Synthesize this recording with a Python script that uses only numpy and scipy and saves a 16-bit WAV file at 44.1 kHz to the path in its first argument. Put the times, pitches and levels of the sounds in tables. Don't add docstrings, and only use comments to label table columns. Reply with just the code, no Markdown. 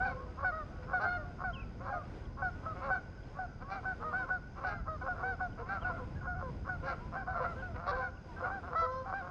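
import sys
import numpy as np
from scipy import signal
from scipy.fft import rfft, irfft, next_fast_len
from scipy.io import wavfile
from scipy.ndimage import map_coordinates

SR = 44100
rng = np.random.default_rng(int(sys.argv[2]) if len(sys.argv) > 2 else 0)


def master(y):
    cut = np.clip(np.atleast_2d(y).T, -1, 1)
    pcm = np.round(cut * 32767)
    wavfile.write(sys.argv[1], SR, pcm.astype(np.int16))


N = 410130

SHAPES = {"yelp": (1.02, .95, -.5, -6, .008, 8, .1, 270), "yip": (.995, .955, -1, -7, .01, 7, .05, 262),
          "whoop": (.935, .9, .5, -4, .011, 7, .15, 180), "croak": (.92, .89, 0, -5, .018, 4, .7, 176),
          "cluck": (.965, .915, -2, -4, .011, 6, .2, 215), "slide": (1.055, .935, -2, -5, .009, 7, .1, 178),
          "drawl": (.958, 1.022, -3, -2, .011, 6, .25, 175),
          "groan": (1.01, .975, -2, -4, .011, 6, .2, 172), "grunt": (1.02, .965, -4, -6, .009, 4, .8, 170),
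          "bray": (.975, 1, 6.5, -14, .011, 5, 0, 180), "wail": (.965, 1.017, 6, 2, .011, 4, 0, 175),
          "blare": (.945, .96, 4.5, 0, .016, 3, 0, 172)}


def undb(db):
    return 10 ** (np.asarray(db) / 20)


def unit(x):
    return x / np.sqrt(np.mean(x ** 2) + 1e-18)


def colour(x, points):
    hz, db = np.transpose(points)
    size = next_fast_len(len(x))
    f = np.arange(size // 2 + 1) * SR / size
    gain = undb(np.interp(np.log(f + 1), np.log(hz), db))
    return irfft(rfft(x, size) * gain, size)[:len(x)]


def resonate(x, hz, width):
    return signal.lfilter(*signal.iirpeak(hz, hz / width, fs=SR), x)


def resonate_twice(x, hz, width):
    return resonate(resonate(x, hz, width), hz, width)


def walk(size, rate):
    knots = rng.standard_normal(2048)
    position = np.arange(size) * rate / SR
    return map_coordinates(knots, [position], order=1, mode="wrap") * np.sqrt(3 / 2)


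def fade(size, rise_s, fall_s):
    t = np.arange(size) / SR
    rise = np.sin(np.pi / 2 * np.clip(t / rise_s, 0, 1))
    return rise * np.sin(np.pi / 2 * np.clip((t[-1] - t) / fall_s, 0, 1))


def add(out, s, x):
    i = max(int(s * SR), 0)
    out[i:i + len(x)] += x[:max(N - i, 0)]


def background(air_db=-45.5, gust=.9, flicker_db=2.0, hum_hz=86.75, hum_db=-56, waver_db=-1.5):
    # frequency in Hz, density in dB per Hz.
    air_spectrum = [(15, -20), (28, -4), (45, 1), (80, -2), (130, -5), (220, -11), (330, -16), (550, -20),
                    (900, -24), (1600, -37.5), (2000, -33.5), (4000, -46), (6600, -54.5), (7400, -58),
                    (10000, -65.5), (13000, -80)]
    # time in seconds, level in dB before scaling by gust.
    rumble = [(0, -44), (.5, -48), (1.6, -42.5), (1.9, -45), (2.5, -44.5), (3.3, -48), (4.6, -47),
              (4.85, -43.5), (5.1, -46), (5.7, -45.5), (6.1, -42), (6.55, -42), (7, -45), (7.75, -44),
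              (8.2, -48), (9.3, -50)]
    # frequency in Hz, width of each pass in Hz, level in dB.
    chorus = [(1467, 210, -67.5), (5970, 400, -87), (6490, 380, -86)]
    air = undb(air_db) * unit(colour(rng.standard_normal(N), air_spectrum))
    low = signal.sosfiltfilt(signal.butter(2, 300, fs=SR, output="sos"), air)
    when, db = np.transpose(rumble)
    swell_db = np.interp(np.arange(N) / SR, when, db)
    swell = undb(gust * (swell_db - swell_db.mean()))
    hum_phase = 2 * np.pi * np.cumsum(hum_hz * (1 + .012 * walk(N, 5))) / SR
    hum = np.sin(hum_phase) * undb(2.2 * walk(N, 4))
    out = low * swell + (air - low) * undb(flicker_db * walk(N, 6)) + undb(hum_db) * unit(hum)
    for hz, width, level_db in chorus:
        band = resonate_twice(rng.standard_normal(N), hz, width)
        out += undb(level_db + waver_db * walk(N, 13)) * unit(band)
    return out


def cricket(hz=4990, stroke_hz=65.1, fall=.09, db=-78.8, neighbours_db=-79.2):
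    stroke = np.cumsum(stroke_hz * (1 + .006 * walk(N, 2.7))) / SR % 1
    pitch = hz * (1 - fall * (stroke - .5) + 0.026 * walk(N, 90))
    tone = np.sin(2 * np.pi * np.cumsum(pitch) / SR)
    trill = tone * np.sin(np.pi * stroke) ** 4 * undb(2.0 * walk(N, 50))
    neighbours = resonate_twice(rng.standard_normal(N), hz, 730)
    return undb(db) * unit(trill) + undb(neighbours_db) * unit(neighbours)


def small_bird(chip_s=0.014, chip_fall=.2):
    # seconds after its start, pitch in Hz before the chirp's factor, relative dB.
    slur = [(0, 3050, -10), (.014, 3310, 5), (.038, 2720, 3), (.064, 2580, -1), (.078, 2700, 5),
            (.116, 2300, -8)]
    # start in seconds, share of the full length, pitch factor, level in dB.
    chirps = [(1.526, 1, 0.98, -54), (5.806, 0.55, 0.98, -63), (7.585, 0.75, .97, -70)]
    # start in seconds, middle pitch in Hz, peak level in dB.
    chips = [(2.25, 3260, -62), (3.228, 3300, -64), (3.264, 4300, -69), (5.525, 3000, -65),
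             (8.168, 2760, -62)]
    out = np.zeros(N)
    when, hz, db = np.transpose(slur)
    for s, share, pitch, level_db in chirps:
        t = np.arange(int(when[-1] * share * SR)) / SR
        phase = 2 * np.pi * np.cumsum(pitch * np.interp(t, when, hz)) / SR
        level = undb(level_db + np.interp(t, when, db))
        add(out, s, np.sin(phase) * level * fade(len(t), .004, .008))
    u = np.linspace(-.5, .5, int(chip_s * SR))
    for s, chip_hz, level_db in chips:
        phase = 2 * np.pi * np.cumsum(chip_hz * (1 - chip_fall * u)) / SR
        add(out, s, undb(level_db) * np.hanning(len(u)) * np.sin(phase))
    return out


def banks(x, t60_s=0.58, level_db=-16.5, first_s=0.035, patchy_db=3):
    t = np.arange(SR) / SR
    decay = undb(-60 * t / t60_s + patchy_db * walk(SR, 40))
    tail = rng.standard_normal(SR) * decay * np.clip(t / first_s, 0, 1)
    tail = colour(tail, [(300, 5), (700, -8), (1100, -4), (1500, -6), (2500, -3), (6000, -6)])
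    return undb(level_db) * signal.fftconvolve(x, tail / np.linalg.norm(tail))[:N]


def shore(x, delay_s=.27, level_db=-30):
    out = np.zeros(N)
    dull = signal.sosfilt(signal.butter(2, 2200, fs=SR, output="sos"), x)
    add(out, delay_s, undb(level_db) * dull)
    return out


def honk(length, pitches, levels, upper_db, edge_db, rise_s=.011, sag_db=7, hoarse=0, jitter=0.0022,
         shimmer_db=1.4, flutter=0.09, even_db=2.5, open_s=.1):
    # frequency in Hz, relative level in dB.
    bill = [(2000, 0), (2650, -7), (2950, -3), (3550, -.5), (4150, 3), (4700, -1.5), (5400, -3), (6000, -6),
            (6700, -22), (8500, -41), (12000, -49)]
    droop, droop_s = .05, .013
    hoarse_jitter = .016
    edge_hz = 5000
    size = int((length + .004) * SR)
    u = np.arange(size) / SR / length
    bend = np.polyval(np.polyfit([0, .5, 1], pitches, 2), u)
    hz = bend * (1 - droop * np.exp((u - u[-1]) * length / droop_s))
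    phase = 2 * np.pi * np.cumsum(hz * (1 + (jitter + hoarse_jitter * hoarse) * walk(size, 260))) / SR
    bill_hz, bill_db = np.transpose(bill)
    orders = np.arange(4, 13)
    upper_hz = orders * pitches[1]
    colour_db = np.interp(upper_hz, bill_hz, bill_db) - even_db * (orders % 2)
    upper = undb(colour_db + edge_db * (upper_hz > edge_hz))
    gains = np.concatenate([undb(levels), undb(upper_db) * upper / np.linalg.norm(upper)])
    body = unit(fade(size, rise_s, 0.028) * undb(-sag_db * u ** 1.5))
    gape = np.sin(np.pi * np.clip(u, 0, 1) ** (length / open_s))
    opening = unit(np.sqrt(gape + 1e-9) * fade(size, rise_s, .02))
    tone = np.zeros(size)
    for k, gain in enumerate(gains, 1):
        envelope = opening if k >= orders[0] else body
        shimmer = undb(shimmer_db * np.sqrt(k / 2) * walk(size, 70))
        tone += gain * envelope * np.sin(k * phase) * shimmer
    return np.sqrt(2) * tone * (1 + flutter * walk(size, 700))


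def far_geese(db=-66, count=45):
    out = np.zeros(N)
    for when, pitch, length, quietness in rng.random((count, 4)):
        pitches = (500 + 280 * pitch) * np.array([.98, 1, .94])
        note = honk(.08 + 0.061 * length, pitches, [-2, 0, -18], -32, -6)
        add(out, when * N / SR, undb(db - 5 * quietness) * note)
    return out


def smear(x, longest_s=.0035):
    size = next_fast_len(len(x) + 1024)
    spectrum = rfft(x, size)
    delay = np.interp(np.linspace(0, 127, len(spectrum)), np.arange(128), rng.random(128)) * longest_s
    return irfft(spectrum * np.exp(-2j * np.pi * np.cumsum(delay) * SR / size), size)[:len(x)]


def rasp(length, flap_hz, db, throat_db, gape_db, swell_db=0, throb_db=1.5, closed_db=-2):
    # frequency in Hz, width in Hz, level in dB.
    windpipe = [(520, 160, 1.5), (715, 190, 3.5), (1125, 230, 2.5), (1370, 170, 4.5), (1551, 180, -2.5),
                (2180, 350, -12)]
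    # frequency in Hz, half the width of each pass in Hz,
    # level in dB.
    throat_modes = [(1900, 110, -3), (2170, 110, 0), (2650, 150, -9.5)]
    # frequency in Hz, half-width in Hz, dB.
    gape_modes = [(3450, 140, -6), (3900, 140, -1), (4350, 150, 0), (4850, 160, -4), (5500, 220, -9)]
    jitter, scatter, rebound, hiss, tighten = .035, .45, .3, .09, .08
    throb_hz, closed_hz = 115, 1150
    pipe_spread, arch = .025, .06
    size = int((length + .018) * SR)
    u = np.linspace(0, 1, size)
    hz = 2 * flap_hz * (1 + tighten * (u - .5) + jitter * walk(size, 350))
    beat = np.floor(np.cumsum(hz) / SR)
    strength = np.where(beat % 2, 1, rebound * (1 + .5 * np.tanh(walk(size, 90))))
    strength = strength * (1 + scatter * np.tanh(walk(size, 350)))
    throb = np.sin(2 * np.pi * np.cumsum(throb_hz * (1 + .2 * walk(size, 100))) / SR)
    bursts = undb(throb_db * 2 * u * throb)
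    flaps = unit(np.diff(beat, prepend=0) * strength)
    drive = smear((flaps + hiss * rng.standard_normal(size)) * bursts)
    pipe = 1 + pipe_spread * np.tanh(rng.standard_normal())
    body = np.zeros(size)
    for k, (f, width, level_db) in enumerate(windpipe):
        closing_db = closed_db * abs(np.log2(f / closed_hz)) * (1 - u ** 2)
        body += (-1) ** k * undb(level_db + closing_db) * resonate(drive, f * pipe, width)
    body = signal.sosfilt(signal.butter(6, [400, 1720], "bandpass", fs=SR, output="sos"), body)
    throat = sum(undb(g) * resonate_twice(drive, f * pipe, 2 * w) for f, w, g in throat_modes)
    gape = sum(undb(g) * resonate_twice(drive, f * pipe, 2 * w) for f, w, g in gape_modes)
    gape = signal.sosfilt(signal.butter(6, 6000, fs=SR, output="sos"), gape)
    effort = np.sin(np.pi * u)
    shape = fade(size, .028, .026) * undb(swell_db * u ** 2)
    sound = undb(db) * unit(body * shape)
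    sound += undb(throat_db) * unit(throat * np.sqrt(np.abs(effort)) * shape)
    sound += undb(gape_db) * unit(gape * effort ** 2 * shape)
    return map_coordinates(sound, [np.cumsum(1 + arch * (effort - effort.mean()))], order=3)


def call(shape, length, hz, db, octave_db, third_db):
    start, end, bright_db, edge_db, rise_s, sag_db, hoarse, _ = SHAPES[shape]
    first = db - 10 * np.log10(1 + undb(octave_db) ** 2)
    upper = db - 22.8 + bright_db + .53 * third_db + 13 * np.log2(hz / 740)
    levels = [first, first + octave_db, db + third_db]
    return honk(length, [hz * start, hz, hz * end], levels, upper, edge_db, rise_s, sag_db, hoarse)


def geese(rasp_db=0.6):
    # start of the note in seconds, shape, length in seconds, middle pitch in Hz, level in dB,
    # second partial over the first in dB, third partial over the note in dB; if a rasp leads in, also
    # its lead in seconds and its level in dB before the trim rasp_db.
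    calls = [ (0, "whoop", .1, 767, -35.3, 1.5, -26), (.05, "slide", .078, 772, -41.5, -4, -15),
             (.07, "groan", .26, 505, -52, -12, -20), (.161, "drawl", .1, 545, -52, 12, -20),
             (.443, "yelp", .07, 738, -32.8, 5, -24, .068, -42), (.515, "cluck", .127, 636, -42, 6.5, -16),
             (.78, "groan", .25, 500, -56.5, -15, -20),
             (.931, "yelp", .07, 733, -33.5, 3.5, -26, .057, -44.5),
             (1.02, "whoop", .09, 778, -36.5, 5.5, -29), (1.049, "bray", .134, 717, -36.5, 4, -21.5),
             (1.168, "slide", .083, 606, -48.5, -5, -16), (1.243, "yip", .098, 715, -55, -9, -25),
             (1.44, "slide", .081, 725, -38, 2.5, -28, .055, -44.5),
             (1.524, "drawl", .1, 540, -55, 7.5, -14), (1.58, "groan", .125, 672, -62, 14, -22),
             (1.8, "drawl", .18, 555, -55, -14, -14), (1.897, "yip", .063, 805, -42.5, -8, -28, .045, -43),
             (1.924, "yelp", .068, 718, -40.5, -5.5, -27), (1.932, "cluck", .1, 620, -45, 4, -29),
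             (2.42, "yelp", .081, 738, -35.2, 3, -33, .049, -46),
             (2.659, "yip", .08, 646, -40, 10, -35, .028, -50),
             (2.903, "yelp", .075, 748, -33.3, 3.5, -29, .088, -41),
             (2.93, "cluck", .075, 770, -43.5, 7, -22),
             (3.386, "yelp", .079, 739, -40.5, -4, -34, .043, -52), (3.64, "drawl", .08, 562, -53, 12, -20),
             (3.71, "cluck", .094, 790, -43, -5, -17), (3.72, "cluck", .075, 700, -49, 10, -14),
             (3.851, "yip", .09, 755, -37, 5.5, -34, .025, -50.5), (4.0, "drawl", .16, 480, -51, -9, -20),
             (4.035, "cluck", .1, 626, -43, 8.5, -20, .034, -45.5),
             (4.134, "whoop", .12, 762, -36.5, 9.5, -27, .02, -45), (4.19, "drawl", .1, 524, -51, 6, -20),
             (4.298, "yip", .086, 741, -36.5, 8, -40, .03, -46),
             (4.644, "yelp", .068, 738, -37, 4, -32, .083, -47), (4.675, "groan", .1, 808, -45.5, 6, -26),
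             (4.692, "cluck", .13, 700, -49, 3, -16), (4.876, "yip", .096, 632, -42, 3.5, -22, .016, -48),
             (5.077, "yip", .067, 732, -37.3, 4.5, -38, .064, -43.5),
             (5.012, "yip", .028, 752, -46, 5, -25), (5.03, "drawl", .05, 530, -50, -10, -15),
             (5.23, "groan", .12, 482, -49, -11, -20),
             (5.23, "whoop", .122, 768, -36.7, 2.5, -26, .05, -45),
             (5.403, "yelp", .076, 733, -37.5, -1, -33, .008, -47),
             (5.59, "grunt", .055, 468, -49, -6, -15), (5.62, "drawl", .06, 525, -53, 8, -15),
             (5.686, "whoop", .1, 795, -41.5, 2, -25), (5.693, "croak", .11, 700, -43.5, 15, -24),
             (5.843, "yip", .078, 732, -38, 7, -32), (5.893, "grunt", .03, 505, -44, 3, -15),
             (5.912, "yelp", .07, 667, -49, -2, -24), (5.93, "croak", .075, 712, -51, 9, -20),
             (5.995, "grunt", .054, 505, -49.5, -2, -14, .02, -50), (6.15, "whoop", .055, 835, -61, 5, -25),
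             (6.208, "yip", .025, 738, -51, 9, -25), (6.268, "yip", .09, 725, -41, 5, -35, .05, -48.5),
             (6.345, "cluck", .085, 740, -47.5, -4, -28),
             (6.422, "slide", .087, 514, -45, 1, -16, .035, -48),
             (6.686, "yelp", .085, 728, -41, 4.5, -30, .04, -47), (6.825, "croak", .12, 545, -47, -4, -12),
             (6.867, "yelp", .07, 800, -44, 3, -25), (6.876, "cluck", .075, 690, -41, 10.5, -20),
             (7.003, "drawl", .11, 497, -57, 9, -15), (7.15, "croak", .088, 792, -43.5, 0, -24, .024, -49),
             (7.2, "drawl", .075, 545, -56, 10, -12), (7.272, "whoop", .09, 757, -41, -1, -32, .006, -47),
             (7.349, "groan", .06, 686, -38.5, 3, -27, .015, -45), (7.365, "grunt", .1, 590, -46, 6, -20),
             (7.399, "grunt", .05, 512, -38.5, -1, -14), (7.437, "grunt", .045, 714, -43, 2, -22),
             (7.44, "drawl", .04, 660, -42, 8, -16), (7.447, "cluck", .102, 686, -44.5, 9, -19),
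             (7.56, "drawl", .08, 525, -51.5, -7, -2), (7.619, "yip", .075, 735, -47.5, 6, -30),
             (7.68, "slide", .07, 665, -53, -10, -25), (7.878, "croak", .048, 575, -39, 7, -15, .054, -43),
             (7.911, "drawl", .075, 505, -43, -3, -12), (7.915, "croak", .066, 785, -41, 5, -27),
             (7.967, "groan", .08, 515, -40.5, 0, -12), (7.992, "cluck", .1, 782, -43.5, 0, -25),
             (8.02, "yelp", .08, 732, -41, 10, -22), (8.36, "drawl", .045, 790, -52, 10, -25),
             (8.28, "slide", .07, 480, -56, 10, -20), (8.418, "groan", .045, 515, -45, -10, -12, .05, -47),
             (8.437, "grunt", .06, 724, -39.5, 3, -26), (8.502, "whoop", .1, 792, -42, -2, -28, .075, -44),
             (8.705, "groan", .06, 495, -49, -9, -15),
             (8.749, "blare", .12, 667, -33, 11.5, -17, .039, -42),
             (8.815, "wail", .225, 517, -39.5, 0, -18, .04, -48), (9.057, "yip", .077, 777, -46, -15, -30),
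             (9.131, "whoop", .095, 793, -40.5, 0, -24, .08, -43), (9.21, "groan", .12, 536, -54.5, 1, -14)]
    # time in seconds, length in seconds, flap rate in Hz, then the levels of
    # windpipe, throat and open bill in dB before the trim rasp_db.
    squawks = [(0, .14, 260, -48, -68, -72), (.825, .03, 240, -58, -69, -80),
               (.995, .07, 205, -39.5, -62, -65), (1.799, .13, 185, -52, -70, -79),
               (2.753, .075, 182, -51, -66, -85), (2.812, .08, 270, -45, -61, -73),
               (3.608, .035, 250, -51, -70, -83), (3.685, .095, 198, -47.5, -63, -67),
               (4.564, .04, 190, -52, -68, -82), (4.632, .11, 205, -46, -60, -66),
               (5.15, .075, 165, -49.5, -76, -87), (5.579, .05, 170, -49.5, -68, -81),
               (5.655, .135, 190, -50, -63, -73), (5.816, .11, 176, -47, -66, -80),
               (6.83, .12, 178, -46, -59, -66), (7.123, .06, 172, -47, -68, -81),
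               (7.27, .08, 170, -48, -71, -81), (7.35, .06, 172, -44.5, -65, -78),
               (7.405, .07, 172, -43.5, -62, -74), (7.75, .03, 245, -49, -64, -79),
               (7.772, .07, 168, -49, -70, -83), (7.86, .075, 188, -41.5, -60, -59),
               (7.928, .12, 172, -52, -65, -72), (8.43, .06, 185, -45, -65, -79),
               (8.63, .075, 175, -48, -74, -87), (9.21, .1, 180, -49.5, -75, -88)]
    out = np.zeros(N)
    for s, shape, length, hz, db, octave_db, third_db, *opening in calls:
        *_, hoarse, flap_hz = SHAPES[shape]
        add(out, s, call(shape, length, hz, db, octave_db, third_db))
        under_db = db - 24 + 13 * hoarse
        add(out, s, rasp(length, flap_hz, under_db, under_db - 21, db - 46, swell_db=-5))
        if opening:
            lead_s, lead_db = opening
            lead = rasp(lead_s + .007, flap_hz, lead_db, lead_db - 29, lead_db - 38,
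                        swell_db=8, throb_db=4, closed_db=-11)
            add(out, s - lead_s - .008, undb(rasp_db) * lead)
    for s, length, flap_hz, db, throat_db, gape_db in squawks:
        add(out, s - .01, undb(rasp_db) * rasp(length, flap_hz, db, throat_db, gape_db))
    return out


def scene():
    birds = geese() + far_geese() + small_bird()
    return (birds + banks(birds) + shore(birds) + cricket() + background())[None]


def record(dry):
    return signal.sosfilt(signal.ellip(8, .2, 70, 12500, fs=SR, output="sos"), dry)


dry = scene()
out = record(dry)
master(out)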